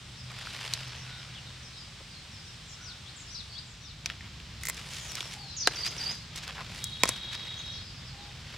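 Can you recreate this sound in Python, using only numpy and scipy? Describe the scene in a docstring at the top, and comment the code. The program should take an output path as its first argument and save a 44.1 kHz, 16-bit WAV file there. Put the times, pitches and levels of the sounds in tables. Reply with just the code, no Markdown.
"""Leaves are broken off a cauliflower by hand, over far road rumble, an engine and the hush of a field.
A big leaf is laid aside, rustling in tiny slips and crinkling; birds whistle and call from 1 s.
Insect hiss fades by 4 s. Then stalks crack as fibres tear, the stem knocks, a twisted stalk creaks.
A nearer bird sings at 5.6 s. A far horn starts one blast at 6.8 s; during it the thickest stalk
gives way and the root thuds in the soil."""
import sys
import numpy as np
from scipy import signal
from scipy.io import wavfile

SR = 44100
rng = np.random.default_rng(int(sys.argv[2]) if len(sys.argv) > 2 else 0)


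def wav_record(signal):
    """Record a signal, one row per channel, as 16-bit PCM in the file named by sys.argv[1]."""
    frames = np.transpose(np.atleast_2d(signal))
    bounded = np.clip(frames, -1, 1)
    # unit amplitude maps onto the largest positive 16-bit level
    quanta = np.round(bounded * 32767).astype(np.int16)
    wavfile.write(sys.argv[1], SR, quanta)


N = 377937
TIME_S = np.arange(N) / SR

# far road: t/s, rel. level/dB
ROAD_LEVEL = [(0, -51), (1.3, -50.3), (1.7, -51.8), (3.9, -51.5), (4.3, -47.8), (5.4, -50.8), (6.0, -48.3),
              (7.1, -48.3), (7.55, -50.5), (7.85, -47.3), (8.57, -48.7)]
# road spectrum: f/Hz, rel. density/dB
ROAD_SPECTRUM = [(28, -28), (40, -1), (55, 3), (75, 5.5), (120, 5), (170, 0.5), (240, -12), (330, -19)]
# engine: t/s, level/dB
ENGINE_LEVEL = [(0, -68), (.3, -44), (.48, -58), (.7, -47), (1.9, -59), (4.7, -65), (5.1, -57), (8.57, -56)]
# insects: t/s, level/dB
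INSECT_LEVEL = [(0, -66.5), (2, -67), (3.6, -67.5), (3.9, -80)]
# field hush: t/s, level/dB
HUSH_LEVEL = [(0, -50), (1.5, -49.5), (3.3, -49.5), (3.9, -52), (5, -49), (7, -49.5), (8.57, -50)]
# hush spectrum: f/Hz, rel. density/dB
HUSH_SPECTRUM = [(200, -7), (400, -3), (800, -2.5), (1400, 0), (2200, 0.5), (3400, 3.5), (5000, 0),
                 (6500, -4), (8300, -21.5), (10000, -20), (15500, -28)]
# road and hush: f/Hz, L-R correlation
FIELD_CORRELATION = [(60, .999), (150, 0.99), (600, 0.66), (1500, 0.806), (3000, 0.71), (5000, 0.59),
                     (12000, 0.133)]
# leaf rubbing, one curve per handling: t/s, rel. body/dB, rel. treble/dB
HANDLINGS = [
    [(0.2, -58, -67), (0.38, -46.8, -60), (0.55, -45, -57), (0.66, -41, -54), (0.8, -47, -58.5),
     (1.15, -51, -76), (1.6, -55.5, -75)],
    [(4.04, -56, -75), (4.09, -49, -75), (4.19, -56, -75), (4.55, -55.5, -74)],
    [(4.66, -51, -58), (4.8, -50.5, -58), (5.08, -49, -53), (5.21, -45, -53), (5.4, -56, -61)],
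    [(5.66, -54, -63), (5.74, -42, -53), (5.92, -46.5, -57), (6.11, -42.5, -54), (6.19, -56.5, -62)],
    [(6.38, -50.5, -71), (6.56, -48.5, -69), (6.77, -48.5, -57), (6.94, -56, -61), (7.11, -46, -57),
     (7.23, -51, -65), (7.42, -48.5, -70), (7.8, -53.5, -68)],
    [(7.95, -54.7, -71), (8.35, -53.5, -75), (8.57, -48, -72)],
]
# rubbing spectrum: f/Hz, rel. density/dB
LEAF_SPECTRUM = [(150, -7), (350, -2), (700, -2), (1000, -1), (1400, -1), (2600, 3), (4500, -1),
                 (7000, -18.5), (10000, -20.5), (15500, -31)]
# rubbing: f/Hz, L-R correlation
LEAF_CORRELATION = [(200, 0.83), (2000, 1), (5000, 1), (12000, 0.23)]
# wipes of hand, sleeve and leaf: t/s, length/s, level/dB, f/Hz
WIPES = [(0.298, 0.033, -51, 1300), (1.997, 0.025, -54.5, 560), (4.21, .09, -54, 2240),
         (4.65, 0.025, -45, 11000), (4.683, 0.021, -37.5, 10300), (4.763, 0.044, -46, 3320),
         (4.885, .13, -46, 4120), (5.157, 0.037, -41, 2800), (5.3, 0.061, -45.5, 3850),
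         (5.841, 0.044, -36, 3900), (6.353, 0.046, -43, 4630), (6.42, 0.04, -46, 3630),
         (6.482, 0.033, -42.5, 2080), (6.549, 0.088, -45.5, 1440), (6.75, .052, -48, 3850),
         (7.072, 0.029, -34.5, 4170), (7.307, 0.059, -41, 3020)]
# stalks and ribs breaking: t/s, crack level/dB, crack f/Hz, pop level/dB, pop f/Hz
CRACKS = [(0.471, -36, 3000, -26, 1460), (0.7368, -16.5, 4700, -30, 2500), (4.0593, -20, 5050, -18, 2360),
          (4.1, -25, 2900, -22.5, 1820), (4.208, -41, 2600, -30.5, 1840),
          (4.4008, -39.5, 2800, -34.5, 3000), (5.1535, -25.3, 5640, -28, 2230),
          (5.206, -25.5, 4000, -23, 3050), (5.337, -34, 5470, -31, 1990), (5.6731, -8, 3900, -16, 3860),
          (6.3593, -31.5, 5600, -46, 2500), (6.4785, -30.5, 4000, -30, 1494), (6.607, -33, 2400, -32, 1040),
          (6.8415, -22, 8900, -40, 3750), (7.0347, -7.5, 4800, -7, 2400), (7.055, -25, 6000, -27, 2280),
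          (7.085, -33, 5000, -25, 2300), (7.0906, -15.5, 7420, -21, 2300)]
# large far birds: t/s, length/s, f/Hz, level/dB
HOARSE_CALLS = [(1.001, 0.24, 1452, -60), (2.738, 0.18, 1437, -59.5), (5.319, 0.11, 780, -52.7),
                (8.107, .18, 805, -57.5)]
# single bird notes: t/s, length/s, start f/Hz, end f/Hz, rel. level/dB
SINGLE_NOTES = [(1.346, .05, 3600, 2600, -48.5), (1.773, .06, 5300, 4800, -51.5),
                (2.307, .12, 5700, 4700, -55.5), (3.345, .018, 5100, 3700, -42),
                (3.488, .11, 4550, 4350, -49.5), (3.58, .021, 4900, 4750, -44),
                (4.985, .1, 6900, 6650, -52), (5.083, .038, 6000, 5400, -44.5),
                (5.21, .07, 5600, 5400, -48.5), (5.366, .19, 4750, 3880, -49.7),
                (5.604, .026, 6050, 5850, -34), (7.565, .041, 6250, 6350, -52),
                (7.718, .077, 5700, 4000, -52), (7.797, .13, 5050, 4950, -54.5)]
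# two ticks, arched fall, rise: offset/s, length/s, start f/Hz, mid f/Hz, end f/Hz, rel. level/dB
SWOOP_MOTIF = [(0, .034, 7750, 7250, 6200, -9), (.038, .028, 7750, 7200, 6300, -7.5),
               (.142, .036, 5500, 5900, 6050, -5), (.176, .082, 6050, 4720, 3260, 0),
               (.387, .046, 3200, 3680, 4650, -2.3)]
# its repeats: t/s, rel. level/dB, time stretch
SWOOP_REPEATS = [(2.673, -47.3, .99), (3.158, -43.8, 1.01), (3.661, -52.5, 1.02)]
# stem jolts: t/s, level/dB, pitch ratio
STEM_JOLTS = [(5.674, -15.5, 1.0), (7.0352, -17, .65), (4.06, -34.5, 2.1), (4.686, -39, 1.201),
              (4.697, -34.5, 1.25), (7.055, -29, 0.74), (7.0906, -27.5, 0.69)]
# stem and leaf modes at ratio 1: f/Hz, rel. level/dB, t60/s
STEM_MODES = [(330, -13, 0.055), (417, -7, 0.022), (553, -6, 0.02), (710, -4, 0.026), (892, -4, 0.025),
              (1140, -2, 0.0088), (1500, -1, .014), (1630, 0, 0.0197), (2040, -11.5, 0.038),
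              (2330, -6.5, 0.019), (2880, -10, 0.03), (3460, -5, 0.013), (4070, -29, 0.0084)]
# two rising whistles amid flicks: offset/s, length/s, start f/Hz, mid f/Hz, end f/Hz, rel. level/dB
SLUR_MOTIF = [(0, .009, 6300, 5450, 4750, -.5), (.018, .04, 4750, 4750, 4980, -1.5),
              (.051, .009, 5200, 5700, 6500, -8), (.066, .06, 4500, 4800, 5150, 1),
              (.123, .008, 5250, 5950, 6800, -3)]
# its repeats: t/s, rel. level/dB, time stretch
SLUR_REPEATS = [(5.756, -35.5, 1), (5.979, -35, 1.08)]
# horn partials: f/Hz, rel. level/dB
HORN_SPECTRUM = [(3295, -5.5), (3335, -6), (3745, -6), (3797, -2), (4160, -12), (4275, -15)]

SWOOP_PAN_DB, SLUR_PAN_DB, CHIRP_PAN_DB = 6.5, -2, 5   # left minus right


def from_db(db):
    """Decibels to gain."""
    return 10 ** (np.asarray(db) / 20)


def unit_rms(x):
    """Scale to rms 1."""
    return x / np.sqrt(np.mean(x ** 2) + 1e-20)


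def gains(curve):
    """Gain over time per dB column; zero from 50 ms outside the curve."""
    times, *columns = np.transpose(curve)
    inside = (TIME_S >= times[0] - .05) & (TIME_S <= times[-1] + .05)
    out = np.zeros((len(columns), N))
    out[:, inside] = [from_db(np.interp(TIME_S[inside], times, db)) for db in columns]
    return out


def at_hz(points, hz):
    """Interpolate over log frequency."""
    points_hz, values = np.transpose(points)
    return np.interp(np.log(hz), np.log(points_hz), values)


def band(x, low_hz, high_hz, order=2):
    """Causal band-pass."""
    edges_hz = [min(low_hz, .35 * SR), min(high_hz, .45 * SR)]
    return signal.sosfilt(signal.butter(order, edges_hz, "band", fs=SR, output="sos"), x)


def add(out, at_s, sound):
    """Mix a sound in, in place."""
    start = max(round(at_s * SR), 0)
    out[..., start:start + sound.shape[-1]] += sound[..., :max(N - start, 0)]


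def white():
    """Two independent white noises."""
    return rng.standard_normal((2, N))


def stereo(mid, side, correlation):
    """Two independent signals to a correlated pair."""
    return np.sqrt((1 + correlation) / 2) * mid + np.sqrt((1 - correlation) / 2) * np.array([side, -side])


def coloured(spectrum, correlations, excite):
    """Stereo noise shaped in half-octave bands; rms 1."""
    low_hz, high_hz = spectrum[0][0], spectrum[-1][0]
    edges_hz = np.geomspace(low_hz, high_hz, round(2 * np.log2(high_hz / low_hz)) + 1)
    sources = [excite(), excite()]
    mid, side = np.zeros((2, N))
    for k, (lower, upper) in enumerate(zip(edges_hz, edges_hz[1:])):
        hz = np.sqrt(lower * upper)
        gain, correlation = from_db(at_hz(spectrum, hz)), at_hz(correlations, hz)
        common, apart = band(sources[k % 2], lower, upper)
        mid += gain * np.sqrt(1 + correlation) * common
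        side += gain * np.sqrt(1 - correlation) * apart
    return unit_rms(np.array([mid + side, mid - side]))


def wavering(hz, blur, rates_hz, size=N):
    """Tone with its pitch blurred by air and echoes; rms 1."""
    pitch_hz = hz * (1 + blur * unit_rms(band(rng.standard_normal(size), *rates_hz)))
    return unit_rms(np.sin(2 * np.pi * np.cumsum(pitch_hz) / SR))


def scatter(x, t60_s, top_hz, delay_s):
    """Diffuse echo off foliage and soil, wider in the treble; unit power gain."""
    t = np.arange(SR // 2) / SR
    mid, side = rng.standard_normal((2, len(t))) * from_db(-60 * t / t60_s) * (t > delay_s)
    side = band(side, 3900, 10500, order=1)
    tail = band(stereo(mid, side, 0), 120, top_hz, order=1)
    tail /= np.sqrt(np.sum(tail ** 2, axis=1, keepdims=True))
    return signal.fftconvolve(np.atleast_2d(x), tail, axes=1)[:, :N]


def road():
    """Low rumble of far traffic."""
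    return from_db(.5) * gains(ROAD_LEVEL)[0] * coloured(ROAD_SPECTRUM, FIELD_CORRELATION, white)


def engine():
    """Drone on the road: one wavering tone."""
    return gains(ENGINE_LEVEL)[0] * wavering(hz=125, blur=.035, rates_hz=(4, 14))


def insects():
    """Thin narrow-band hiss."""
    return gains(INSECT_LEVEL)[0] * unit_rms(band(white(), 8000, 8940, order=4))


def hush():
    """Even broadband noise of the open field."""
    return gains(HUSH_LEVEL)[0] * coloured(HUSH_SPECTRUM, FIELD_CORRELATION, white)


def whistle(length_s, start_hz, mid_hz, end_hz, waver):
    """Bird note: a sine gliding through three pitches; strong waver makes it hoarse."""
    progress = np.linspace(0, 1, round(length_s * SR))
    glide_hz = np.polyval(np.polyfit([0, .5, 1], [start_hz, mid_hz, end_hz], 2), progress)
    flutter = unit_rms(band(rng.standard_normal(len(progress) + 2000), 30, 220))[2000:]
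    phase = 2 * np.pi * np.cumsum(glide_hz * (1 + waver * flutter)) / SR
    return unit_rms(np.sin(phase) * signal.windows.tukey(len(progress), .25))


def flock(per_s, level_db):
    """Random falling twitters at the field's edge."""
    out = np.zeros(N)
    for when, pitch, length in rng.random((int(per_s * N / SR), 3)):
        hz = 3300 + 2300 * pitch
        note = whistle(.025 + .06 * length, 1.2 * hz, hz, hz, waver=.011)
        add(out, when * N / SR, from_db(level_db) * note)
    return out


def slips(per_s, size_db, fade_s):
    """Envelope of tiny, uneven stick-slip releases; rms 1."""
    released = rng.random(N) < per_s / SR
    sizes = released * from_db(size_db * np.minimum(rng.exponential(1, N), 4))
    power = signal.lfilter([1], [1, -np.exp(-2 / (fade_s * SR))], sizes ** 2 + 1e-18)
    return unit_rms(np.sqrt(power))


def rustle(at_soil_s, airborne_cut_hz):
    """Waxy leaves slide in small slips: thin in the air, fuller at the soil, crisp when brisk."""
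    body, treble = sum(gains(handling) for handling in HANDLINGS)
    # leaves hold still below a light touch
    body = np.sqrt(np.maximum(body ** 2 - from_db(-57) ** 2, 0))
    treble = np.sqrt(np.maximum(treble ** 2 - from_db(-63) ** 2, 0))
    grain = slips(per_s=1200, size_db=3.6, fade_s=.0024)
    rub = coloured(LEAF_SPECTRUM, LEAF_CORRELATION, lambda: white() * grain)
    rub = np.where(TIME_S < at_soil_s, band(rub, airborne_cut_hz, 12000, order=1), rub)
    fizz = unit_rms(band(stereo(*white(), .49) * grain, 4300, 9500))
    return from_db(2) * body * rub + from_db(2.5) * treble * fizz


def crinkles(per_s, crack_hz, pop_hz, range_oct):
    """Small ribs crack at random, following the rustle's treble; rows as CRACKS."""
    rows = []
    for handling in HANDLINGS:
        times, _, treble_db = np.transpose(handling)
        span_s = times[-1] - times[0]
        for when, size, colour, ring in rng.random((round(per_s * span_s), 4)):
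            at_s = times[0] + when * span_s
            db = np.interp(at_s, times, treble_db) + 17 + 2.5 * (2 * size - 1)
            crack_ratio, pop_ratio = 2 ** (range_oct * (np.array([colour, ring]) - .5))
            rows.append((at_s, db, crack_hz * crack_ratio, db - 4, pop_hz * pop_ratio))
    return rows


def brushes():
    """Quick wipes: dense runs of slips that swell and fade."""
    out = np.zeros((2, N))
    grains = stereo(*white(), .88) * slips(per_s=1500, size_db=3, fade_s=.001)
    for at_s, length_s, level_db, hz in WIPES:
        stroke = grains[:, round(at_s * SR):][:, :round(length_s * SR)]
        swell = signal.windows.tukey(stroke.shape[1], .6)
        add(out, at_s, from_db(level_db) * unit_rms(band(stroke * swell, hz / 2.4, hz * 1.54)))
    return out


def snaps(rows, tear_s, pop_cycles, pop_rise_s, pop_lag_s):
    """Fibres tear in a short burst; the juicy stalk answers with a pop."""
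    out, t = np.zeros((2, N)), np.arange(SR // 25) / SR
    for at_s, crack_db, crack_hz, pop_db, pop_hz in rows:
        mid, side = rng.standard_normal((2, len(t))) * np.exp(-t / tear_s)
        fibres = stereo(mid, band(side, 5000, 19000), .55)
        crack = band(fibres, crack_hz / 1.452, crack_hz * 1.18, order=1)
        crack /= np.sqrt(np.sum(crack ** 2) / (2 * SR / 1000))   # energy of 1 ms at rms 1
        add(out, at_s, from_db(crack_db) * band(crack, 300, 1.96 * crack_hz, order=1))
        pop_envelope = np.exp(-t * pop_hz / pop_cycles) * (1 - np.exp(-t / pop_rise_s))
        add(out, at_s + pop_lag_s, from_db(pop_db) * pop_envelope * np.sin(2 * np.pi * pop_hz * t))
    return out


def far_calls():
    """Hoarse, arched calls of larger birds."""
    out = np.zeros(N)
    for at_s, length_s, hz, level_db in HOARSE_CALLS:
        add(out, at_s, from_db(level_db) * whistle(length_s, hz * .96, hz * 1.02, hz, waver=.066))
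    return out


def chirps(waver):
    """Note rows: single glides."""
    return [(at_s, length_s, start_hz, np.sqrt(start_hz * end_hz), end_hz, db, CHIRP_PAN_DB, waver)
            for at_s, length_s, start_hz, end_hz, db in SINGLE_NOTES]


def song(motif, repeats, pan_db, waver=.006):
    """Note rows: one bird repeats its motif."""
    return [(at_s + stretch * offset_s, stretch * length_s, *glide_hz, db + note_db, pan_db, waver)
            for at_s, db, stretch in repeats
            for offset_s, length_s, *glide_hz, note_db in motif]


def birds(notes):
    """Fainter notes are farther, with a larger share of echo; far calls and flock are echo only."""
    direct, far = np.zeros((2, N)), np.zeros(N)
    for at_s, length_s, *glide_hz, level_db, pan_db, waver in notes:
        note = whistle(length_s, *glide_hz, waver)
        pan = from_db([[pan_db / 2], [-pan_db / 2]])
        add(direct, at_s, from_db(level_db - 3.5) * pan * note)
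        add(far, at_s, from_db(.86 * level_db - 14.5) * note)
    far += far_calls() + flock(per_s=6, level_db=-55.5)
    near_echo = from_db(-5) * scatter(direct, t60_s=.064, top_hz=9000, delay_s=.0034)
    return direct + near_echo + scatter(far, t60_s=.41, top_hz=13500, delay_s=.0086)


def knocks(rise_s, uneven_db):
    """The released stem rings in damped modes, lower for a thicker stalk."""
    out, t = np.zeros(N), np.arange(SR // 10) / SR
    for at_s, level_db, ratio in STEM_JOLTS:
        for k, (hz, mode_db, t60_s) in enumerate(STEM_MODES):
            gain = (-1) ** (k // 2) * from_db(level_db + mode_db + uneven_db * rng.standard_normal())
            envelope = from_db(-60 * t / t60_s) * (1 - np.exp(-t / rise_s))
            add(out, at_s, gain * envelope * np.sin(2 * np.pi * hz * ratio * t))
    return out


def creak(start_s, first_gap_s, gap_ratio, crack_hz, pop_hz):
    """A twisted stalk's fibres slip five times, ever quicker and harder; rows as CRACKS."""
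    k = np.arange(5)
    times = start_s + first_gap_s * (np.cumsum(gap_ratio ** k) - 1) / gap_ratio
    return [(at_s, -29.5 + up_db, crack_hz, -24.5 + up_db, pop_hz) for at_s, up_db in zip(times, 1.3 * k)]


def tumble(start_s, first_gap_s, gap_ratio, flick_s=.013, fall=1.13, waver=.025):
    """Note rows: the nearer bird leads in with five falling flicks, ever slower, lower and louder."""
    k = np.arange(5)
    times = start_s + first_gap_s * (np.cumsum(gap_ratio ** k) - 1) / gap_ratio
    pitches_hz, levels_db = 6450 * .91 ** k, -37 + 1.3 * k
    return [(at_s, flick_s, hz * fall, hz, hz / fall, db, SLUR_PAN_DB, waver)
            for at_s, hz, db in zip(times, pitches_hz, levels_db)]


def horn(on_s, off_s, ramp_s, direct_db, flutter_db):
    """Only the diaphragm's upper partials carry this far, mostly as echo; moving air flutters them."""
    blast, t = np.zeros(N), np.arange(2 * SR) / SR
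    tone = sum(from_db(db) * wavering(hz, blur=.0065, rates_hz=(8, 50), size=len(t))
               for hz, db in HORN_SPECTRUM)
    flutter = from_db(flutter_db * unit_rms(band(rng.standard_normal(len(t)), 3, 12)))
    held = np.clip(np.minimum(t, off_s - on_s - t) / ramp_s, 0, 1)
    add(blast, on_s, from_db(direct_db) * held * unit_rms(tone * flutter))
    return blast + from_db(.5) * scatter(blast, t60_s=.3, top_hz=8000, delay_s=.01)


def thud(at_s, level_db, hz, t60_s):
    """Low, damped swing of the root in the soil."""
    out, t = np.zeros(N), np.arange(SR // 10) / SR
    add(out, at_s, from_db(level_db - 60 * t / t60_s) * np.sin(2 * np.pi * hz * t))
    return out


def scene():
    """Close handling, its breaks scattered by nearby plants, before the open field."""
    cracks = CRACKS + creak(start_s=4.635, first_gap_s=.0186, gap_ratio=.895, crack_hz=7500, pop_hz=2040)
    cracks += crinkles(per_s=9, crack_hz=4800, pop_hz=2200, range_oct=1.1)
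    breaks = snaps(cracks, tear_s=.0011, pop_cycles=2.55, pop_rise_s=.00028, pop_lag_s=.0003)
    breaks += knocks(rise_s=.000173, uneven_db=.5)
    breaks += thud(at_s=7.036, level_db=-30, hz=178, t60_s=.08)
    near_echo = from_db(-14) * scatter(breaks, t60_s=.035, top_hz=8000, delay_s=.002)
    far_echo = from_db(-28.5) * scatter(breaks, t60_s=.27, top_hz=4500, delay_s=.031)
    notes = song(SWOOP_MOTIF, SWOOP_REPEATS, SWOOP_PAN_DB)
    notes += tumble(start_s=5.565, first_gap_s=.015, gap_ratio=1.27)
    notes += song(SLUR_MOTIF, SLUR_REPEATS, SLUR_PAN_DB) + chirps(waver=.028)
    distant = birds(notes) + horn(on_s=6.78, off_s=7.83, ramp_s=.05, direct_db=-48, flutter_db=2.2)
    distant += road() + engine() + insects() + hush()
    leaves = rustle(at_soil_s=3, airborne_cut_hz=560) + brushes()
    return breaks + near_echo + far_echo + leaves + distant


def record(dry):
    """Soft-clipped peaks, 16 kHz low-pass."""
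    rounded = .83 * np.tanh(dry / .79)
    return signal.sosfilt(signal.ellip(10, .2, 70, 16000, fs=SR, output="sos"), rounded)


dry = scene()
out = record(dry)
wav_record(out)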